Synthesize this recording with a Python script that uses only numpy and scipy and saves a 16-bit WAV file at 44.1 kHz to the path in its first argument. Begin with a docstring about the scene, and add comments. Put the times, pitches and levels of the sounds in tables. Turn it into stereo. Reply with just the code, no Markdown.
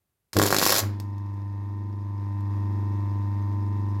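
"""An old brush-started motor is switched on, close by on a workshop bench. For half a second the
starting current shakes its frame into a growl, while the brushes arc and sizzle at every mains peak.
Then the sparking stops, the brush gear clicks, and the periodic magnetic pull leaves a mains hum with
rotor-slot whine, over a faint whirr of bearings and the scrape of the riding brushes.
An automatic gain control ducks at the loud start and slowly recovers."""
import sys
import numpy as np
from scipy import signal
from scipy.fft import rfft, irfft
from scipy.io import wavfile
from scipy.ndimage import minimum_filter1d, map_coordinates

SR = 44100
rng = np.random.default_rng(int(sys.argv[2]) if len(sys.argv) > 2 else 0)


def dump(signal):
    """Clip the signal to [-1, 1] and save it as 16-bit WAV at the path in sys.argv[1]."""
    limited = np.clip(np.atleast_2d(signal).T, -1, 1)
    pcm = np.round(limited * 32767).astype(np.int16)
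    wavfile.write(sys.argv[1], SR, pcm)


N = 176400

PULL_HZ, SHAFT_HZ = 100.1, 24.76  # magnetic pull (twice per mains cycle); full shaft speed
ON_S, RUNNING_S = .331, .81  # start and end of the run-up
BURST_RISE_S = .0005

# running tones: (multiple of shaft rate, multiple of pull rate, level [dB], left minus right [dB])
MOTOR_TONES = [(0, 1, -20.5, 0), (1, 1, -50, -15), (0, 2, -38.5, 2), (5, 1, -43, -4.5), (7, 1, -57, -8),
               (0, 3, -35.5, -7.5), (5, 2, -45, -1), (6, 2, -51, -10), (7, 2, -56, -14), (0, 4, -60.5, -16),
               (5, 3, -56, -6.5), (6, 3, -66, -0.5), (0, 5, -68, 1), (23, 0, -62.5, 2), (0, 7, -64.5, -1.5),
               (37, -1, -54, 10), (34, 0, -63.5, -9), (35, 0, -59, 5.5), (36, 0, -65, -5),
               (37, 0, -41.5, -14), (34, 1, -62, -2.5), (35, 1, -56, 2.5), (36, 1, -82, 8),
               (37, 1, -43.5, -3), (38, 1, -61.5, -9.5), (37, 2, -56.5, -4), (37, 3, -61, 3.5),
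               (68.2, 0, -69.5, -1.5), (69.6, 0, -71.5, -8.5), (74.3, 0, -62, 3), (74.54, 0, -64, -3),
               (73, 1, -77, -6), (74, 2, -69.5, 8.5), (74.72, 3, -66.5, -2.5), (106.5, 0, -65, -8.5)]
# phase of those tones, left ahead of right: (frequency [Hz], lead [rad])
LEFT_LEAD = [(100, .06), (220, -.2), (300, -1.2), (330, -.5), (600, .3), (915, 1.1), (970, 1.4), (1016, .4),
             (1800, -.4), (2100, -2)]
# envelope of the hum as the rotor pulls up to speed: (time [s], gain [dB])
HUM_ENVELOPE = [(.79, -21.5), (.83, 1), (.86, 3), (.92, -0.5), (.98, -3.5), (1.05, -2.5)]
# envelope of the growl: (time [s], level [dB])
GROWL_ENVELOPE = [(.331, -55), (.35, -43), (.368, -15), (.40, -18), (.46, -22), (.50, -30), (.62, -34.5),
                  (.78, -32), (.83, -43), (.9, -70)]
# harmonics of the growl: (multiple of pull rate, relative level [dB])
GROWL_HARMONICS = [(1, 1), (2, -7), (3, -2.5), (4, -5), (5, -15), (6, -17)]
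# spectrum of the rattling frame: (frequency [Hz], relative level [dB])
RATTLE_SPECTRUM = [(80, -25), (160, -6), (230, -4), (320, 2), (420, 2), (570, -9), (750, -18), (2000, -40),
                   (8000, -70.5)]
# loud arcs: (time [s], relative pop level [dB], relative crackle level [dB])
LOUD_ARCS = [(.3672, -12, -18), (.3870, -22, -14.5), (0.397, -7.5, -17.5), (0.4167, -8, -17),
             (0.426, -26, -17), (0.4349, -12.5, -15), (0.4569, -19.5, -25.5), (0.462, -21.5, -14),
             (0.473, -29, -18), (0.4827, -26.5, -18), (0.5047, -15.5, -15.5), (0.5114, -22, -22),
             (.5260, -5, -17.5), (.5455, -11, -16), (.5640, -15.5, -15.5), (.5840, -16, -17),
             (.6150, -12, -16), (0.6268, -10, -17.5), (0.6309, -20, -16), (0.635, -19.5, -16),
             (0.6638, -11, -11.5), (0.6943, -18, -16), (0.7252, -13, -15.5), (0.7417, -24, -19),
             (.7535, -20.5, -17.5), (.7630, -19.5, -20), (0.7846, -25, -16), (.8360, -24.5, -42)]
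# envelope of the fine sparking: (time [s], level [dB])
SIZZLE_ENVELOPE = [(.331, -42), (.36, -38), (.39, -28), (.46, -24), (.497, -28.5), (.54, -20.5),
                   (.607, -22), (.66, -17), (.72, -15), (.804, -18.5), (.812, -36), (.86, -61),
                   (.95, -75.5), (.98, -88)]
# clicks of the switch and brush gear: (time [s], level [dB])
GEAR_CLICKS = [(0.3312, -19.5), (0.9998, -21.5), (1.102, -51), (1.1814, -46.5), (1.2613, -51.5),
               (1.3417, -48), (2.4062, -47)]
# spectrum of an arc's pop: (frequency [Hz], relative level [dB])
POP_SPECTRUM = [(60, -14.5), (150, 0), (250, 0.5), (400, 5), (700, -1), (1200, 2), (1800, -3.5),
                (2600, -19.5), (5000, -24.5), (16000, -44)]
# spectrum of sizzle, crackle and clicks: (frequency [Hz], relative level [dB])
SPARK_SPECTRUM = [(100, -18), (400, 0), (1200, -4), (2200, -5.5), (3200, -7.5), (4300, 0), (5500, -1.5),
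                  (6400, -5), (7300, -3), (8500, -15), (10000, -9), (11600, -5.5), (13500, -7),
                  (15700, -14), (17000, -24.5)]
# stereo balance of sparks and clicks: (frequency [Hz], left minus right [dB])
SPARK_PAN = [(100, 0.5), (380, -4.5), (700, 2), (2400, 0.5), (4400, -0.5), (8100, 7), (15000, 3)]
# modes of the housing and brush gear: (frequency [Hz], T60 [s], relative level [dB])
HOUSING_MODES = [(231, .15, -40.5), (315.4, .12, -38), (402, .14, -33), (570, .16, -35.5), (1118, .1, -39),
                 (4494, .12, -45), (5200, 0.22, -44.5), (6050, .15, -48.5), (10638, .12, -48)]
# spectrum of bearings and air: (frequency [Hz], relative level [dB])
WHIRR_SPECTRUM = [(30, 1), (100, 6.5), (200, 3.5), (400, -2.5), (650, -6), (1000, -3), (1400, -16),
                  (1850, -10), (2300, -18), (3100, -25), (3600, -21), (4300, -26), (5100, -25),
                  (7000, -30.5), (8300, -36.5), (12000, -34.5), (15500, -33.5), (17000, -48)]
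# brush-holder resonances: (frequency [Hz], bandwidth [Hz], level [dB], mean scrape rate [1/s])
HOLDER_MODES = [(3650, 360, -78, 90), (5050, 550, -74, 130), (6275, 400, -81.5, 60), (9220, 260, -85, 12)]
# spectrum of the background noise: (frequency [Hz], relative level [dB])
BACKGROUND_SPECTRUM = [(18, -39.5), (30, -10.5), (93, -2), (149, -8), (822, -20), (5900, -28.5),
                       (13700, -22.5), (16000, -29)]


def hum(t, pull, shaft, throb_db=5, throb_peak_s=2.8, whine_in_s=.8, whine_full_s=1.01):
    """Modulation: rotor slots and magnetic pull form sidebands; slip makes the low ones throb."""
    out, side = np.zeros((2, N)), np.array([[.5], [-.5]])
    slip_hz = PULL_HZ - 4 * SHAFT_HZ
    throb = undb(throb_db * np.cos(2 * np.pi * slip_hz * (t - throb_peak_s)))
    whine = np.clip((t - whine_in_s) / (whine_full_s - whine_in_s), 0, 1)
    for turns, pulls, db, pan_db in MOTOR_TONES:
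        turns, pulls = round(turns), round(pulls)
        hz = turns * SHAFT_HZ + pulls * PULL_HZ
        waver_db = 2 if hz > 1500 else .5
        gain = undb(db + waver_db * wander(5.06) * (hz > PULL_HZ))
        if turns:
            gain *= throb if hz < 520 else whine
        phase = turns * shaft + pulls * pull + side * at_hz(hz, LEFT_LEAD)
        out -= gain * unit_rms(undb(side * pan_db)) * np.cos(phase)
    fade_in = np.clip((t - HUM_ENVELOPE[0][0]) * 20 + 1, 0, 1)
    return out * envelope(t, HUM_ENVELOPE) * fade_in


def growl(t, pull, rough_db=3, rattle_db=-3):
    """Forced vibration: the starting current shakes the frame at the pull's harmonics and rattles it."""
    shake = np.zeros(N)
    for k, db in GROWL_HARMONICS:
        flicker_db = rough_db * min((k - 1) / 2, 1) * wander(90)
        shake -= undb(db + flicker_db) * np.cos(k * pull)
    pulsing = stereo_noise(900) * np.exp(.6 * np.cos(pull))
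    rattle = undb(rattle_db) * unit_rms(colour(pulsing, RATTLE_SPECTRUM))
    fade_out = np.clip((1 - t) * 10, 0, 1)
    return (shake + rattle) * envelope(t, GROWL_ENVELOPE) * (t > ON_S) * fade_out


def sparks_and_clicks(t, pull, pop_gain_db=19.5, crackle_gain_db=8):
    """Impulsive excitation: arcs pop and crackle, sizzle swells at each current peak, the gear clicks."""
    times, pop_db, crackle_db = np.array(LOUD_ARCS).T
    surges = unit_rms(np.exp(.9 * np.cos(pull)) * undb(2 * wander(220)))
    sizzle = envelope(t, SIZZLE_ENVELOPE) * surges * (t > ON_S) * (t < SIZZLE_ENVELOPE[-1][0])
    crackle = bursts(t, times, crackle_db + crackle_gain_db, fall_s=.0023)
    clicks = bursts(t, *np.array(GEAR_CLICKS).T, fall_s=.0014)
    grains = unit_rms(stereo_noise(700) * undb(4 * wander(5000)))
    grains *= np.sqrt(sizzle ** 2 + crackle ** 2 + clicks ** 2)  # incoherent sources add in power
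    pops = np.zeros(N)
    pops[((times + BURST_RISE_S) * SR).astype(int)] = undb(pop_db + pop_gain_db)
    sound = room(housing(colour(grains, SPARK_SPECTRUM) + colour(pops, POP_SPECTRUM)))
    pan_db = at_hz(np.fft.rfftfreq(N, 1 / SR), SPARK_PAN)
    return irfft(rfft(sound) * undb(np.array([pan_db, -pan_db]) / 2), N) * (t > ON_S)


def housing(x):
    """Free vibration: the iron shell and brush holders ring in damped modes after each impulse."""
    t = np.arange(SR // 4) / SR
    ring = sum(undb(db - 60 * t / t60) * np.sin(2 * np.pi * hz * t) for hz, t60, db in HOUSING_MODES)
    return x + signal.fftconvolve(x, ring[None] / 10, axes=1)[:, :N]


def whirr(run_up, pull, shaft, level_db=-46, repeat_share=.44):
    """Friction noise of bearings and air partly repeats each turn and pulses with the magnetic pull."""
    size = int(SR / SHAFT_HZ)
    roughness = rng.standard_normal((2, size))
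    position = shaft / (2 * np.pi) * size
    turning = np.array([map_coordinates(track, [position], mode="grid-wrap") for track in roughness])
    rub = np.sqrt(repeat_share) * turning + np.sqrt(1 - repeat_share) * rng.standard_normal((2, N))
    rub = merge_bass(rub, 250) * np.exp(.33 * np.cos(pull))
    rub *= undb(.5 * wander(30))  # slight flutter
    return undb(level_db) * colour(unit_rms(rub), WHIRR_SPECTRUM) * run_up


def brush_scrapes(t, spread_db=1.5, fall_s=.004):
    """Resonance: the riding brushes catch at random, and each short scrape rings their holders."""
    out, decay = np.zeros((2, N)), np.exp(-1 / (fall_s * SR))
    for hz, width, db, rate in HOLDER_MODES:
        catches = (rng.random(N) < rate / SR) * undb(spread_db * rng.uniform(-1, 1, N))
        rub = signal.lfilter([1], [1, -decay], catches + 1e-9) * stereo_noise(8000)
        out += undb(db) * unit_rms(signal.lfilter(*signal.iirpeak(hz, hz / width, fs=SR), rub))
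    return out * (t > RUNNING_S)


def room(x, early_db=-4.5, tail_db=-9.5, low_t60_s=.45, high_t60_s=.21, split_hz=2000):
    """Reverberation: dense bench reflections precede a short tail that lasts longer in the bass."""
    t = np.arange(SR // 2) / SR
    low, high, early = rng.standard_normal((3, 2, len(t)))
    low = butterworth(low, 2, split_hz, "low") * undb(-60 * t / low_t60_s)
    high = butterworth(high, 2, split_hz, "high") * undb(-60 * t / high_t60_s)
    tail = undb(tail_db) * unit_rms((low + high) * (t > .005))
    early = undb(early_db) * unit_rms(early * np.exp(-t / .0033) * (t > .001))
    return x + signal.fftconvolve(x, (early + tail) / np.sqrt(len(t)), axes=1)[:, :N]


def background(level_db=-76.5):
    """Stationary noise: a faint rumble and hiss."""
    return undb(level_db) * colour(stereo_noise(300), BACKGROUND_SPECTRUM)


def undb(db):
    """Amplitude ratio of a level in decibels."""
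    return 10 ** (np.asarray(db) / 20)


def unit_rms(x):
    """Normalisation to unit mean power."""
    return x / np.sqrt(np.mean(x ** 2))


def envelope(t, rows):
    """Amplitude interpolated through (time [s], level [dB]) points."""
    return undb(np.interp(t, *np.array(rows).T))


def bursts(t, times, levels_db, fall_s):
    """Superposition of envelopes with a linear rise and an exponential decay."""
    out = np.zeros(N)
    for start, db in zip(times, levels_db):
        age = np.maximum(t - start, 0)
        out += undb(db) * np.minimum(age / BURST_RISE_S, 1) * np.exp(-np.minimum(age / fall_s, 60))
    return out


def wander(rate_hz):
    """Interpolated Gaussian noise with a deviation near 1."""
    knots = rng.standard_normal(N // 4)
    return 1.31 * np.interp(np.arange(N) / SR * rate_hz, np.arange(len(knots)), knots)


def at_hz(hz, rows):
    """Interpolation of (frequency [Hz], value) points on a logarithmic axis."""
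    freqs, values = np.array(rows).T
    return np.interp(np.log(np.maximum(hz, 1)), np.log(freqs), values)


def colour(x, rows, size=2048):
    """Minimum-phase filter of unit energy, shaped by (frequency [Hz], level [dB]) points."""
    magnitude = undb(at_hz(np.fft.rfftfreq(size, 1 / SR), rows))
    cepstrum = irfft(np.log(magnitude))
    cepstrum[1:size // 2] *= 2  # folding makes the response causal
    cepstrum[size // 2 + 1:] = 0
    ir = irfft(np.exp(rfft(cepstrum)))
    return signal.fftconvolve(np.atleast_2d(x), ir[None] / np.linalg.norm(ir), axes=1)[:, :N]


def butterworth(x, order, hz, kind):
    """Filter with a maximally flat passband."""
    return signal.sosfilt(signal.butter(order, hz, kind, fs=SR, output="sos"), x)


def merge_bass(pair, below_hz):
    """Mid-side mixing makes two independent noises coherent in the bass."""
    side = butterworth(pair[1], 1, below_hz, "high")
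    return unit_rms(np.array([pair[0] + side, pair[0] - side]))


def stereo_noise(below_hz):
    """Broadband noise whose channels are coherent in the bass."""
    return merge_bass(rng.standard_normal((2, N)), below_hz)


def scene(settle_s=.8, stall_lag_s=.004):
    """Superposition: the motor's sounds follow the phases of magnetic pull and shaft as it runs up."""
    t = np.arange(N) / SR
    run_up = np.clip((t - ON_S) / (RUNNING_S - ON_S), 0, 1)
    shortfall = .0027 * np.exp(-np.maximum(t - RUNNING_S, 0) / settle_s)  # the last speed comes slowly
    speed = run_up * (1 - shortfall + .00018 * wander(3.3))
    shaft = 2 * np.pi * np.cumsum(speed) * SHAFT_HZ / SR
    lag_s = .0035 + stall_lag_s * (1 - run_up ** 2)  # the current peaks later at standstill
    starting_pull = 2 * np.pi * PULL_HZ * (t - lag_s)
    running_pull = 2 * np.pi * PULL_HZ * (t - .001)
    floor = background()
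    starting = sparks_and_clicks(t, starting_pull) + growl(t, starting_pull)
    running = hum(t, running_pull, shaft) + whirr(run_up, running_pull, shaft) + brush_scrapes(t)
    return starting + running + floor


def record(dry, threshold_db=-24.5, range_db=5, hold_s=1.154, release_db_per_s=8.5, top_hz=15900):
    """Automatic gain control ducks at loud sound, holds and recovers; clipping and a low-pass follow."""
    t = np.arange(N) / SR
    power = signal.lfilter([1 / 441], [1, 1 / 441 - 1], np.mean(dry ** 2, axis=0))  # 10 ms average
    target_db = np.clip(threshold_db - 10 * np.log10(power + 1e-12), -range_db, 0)
    half = int(hold_s * SR / 2)
    held_db = minimum_filter1d(target_db, 2 * half + 1, origin=half, mode="nearest")
    gain_db = np.minimum.accumulate(held_db - release_db_per_s * t) + release_db_per_s * t
    clipped = np.clip(dry * undb(gain_db), -.9, .9)
    return signal.sosfilt(signal.ellip(8, .2, 80, top_hz, fs=SR, output="sos"), clipped)


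dry = scene()
out = record(dry)
dump(out)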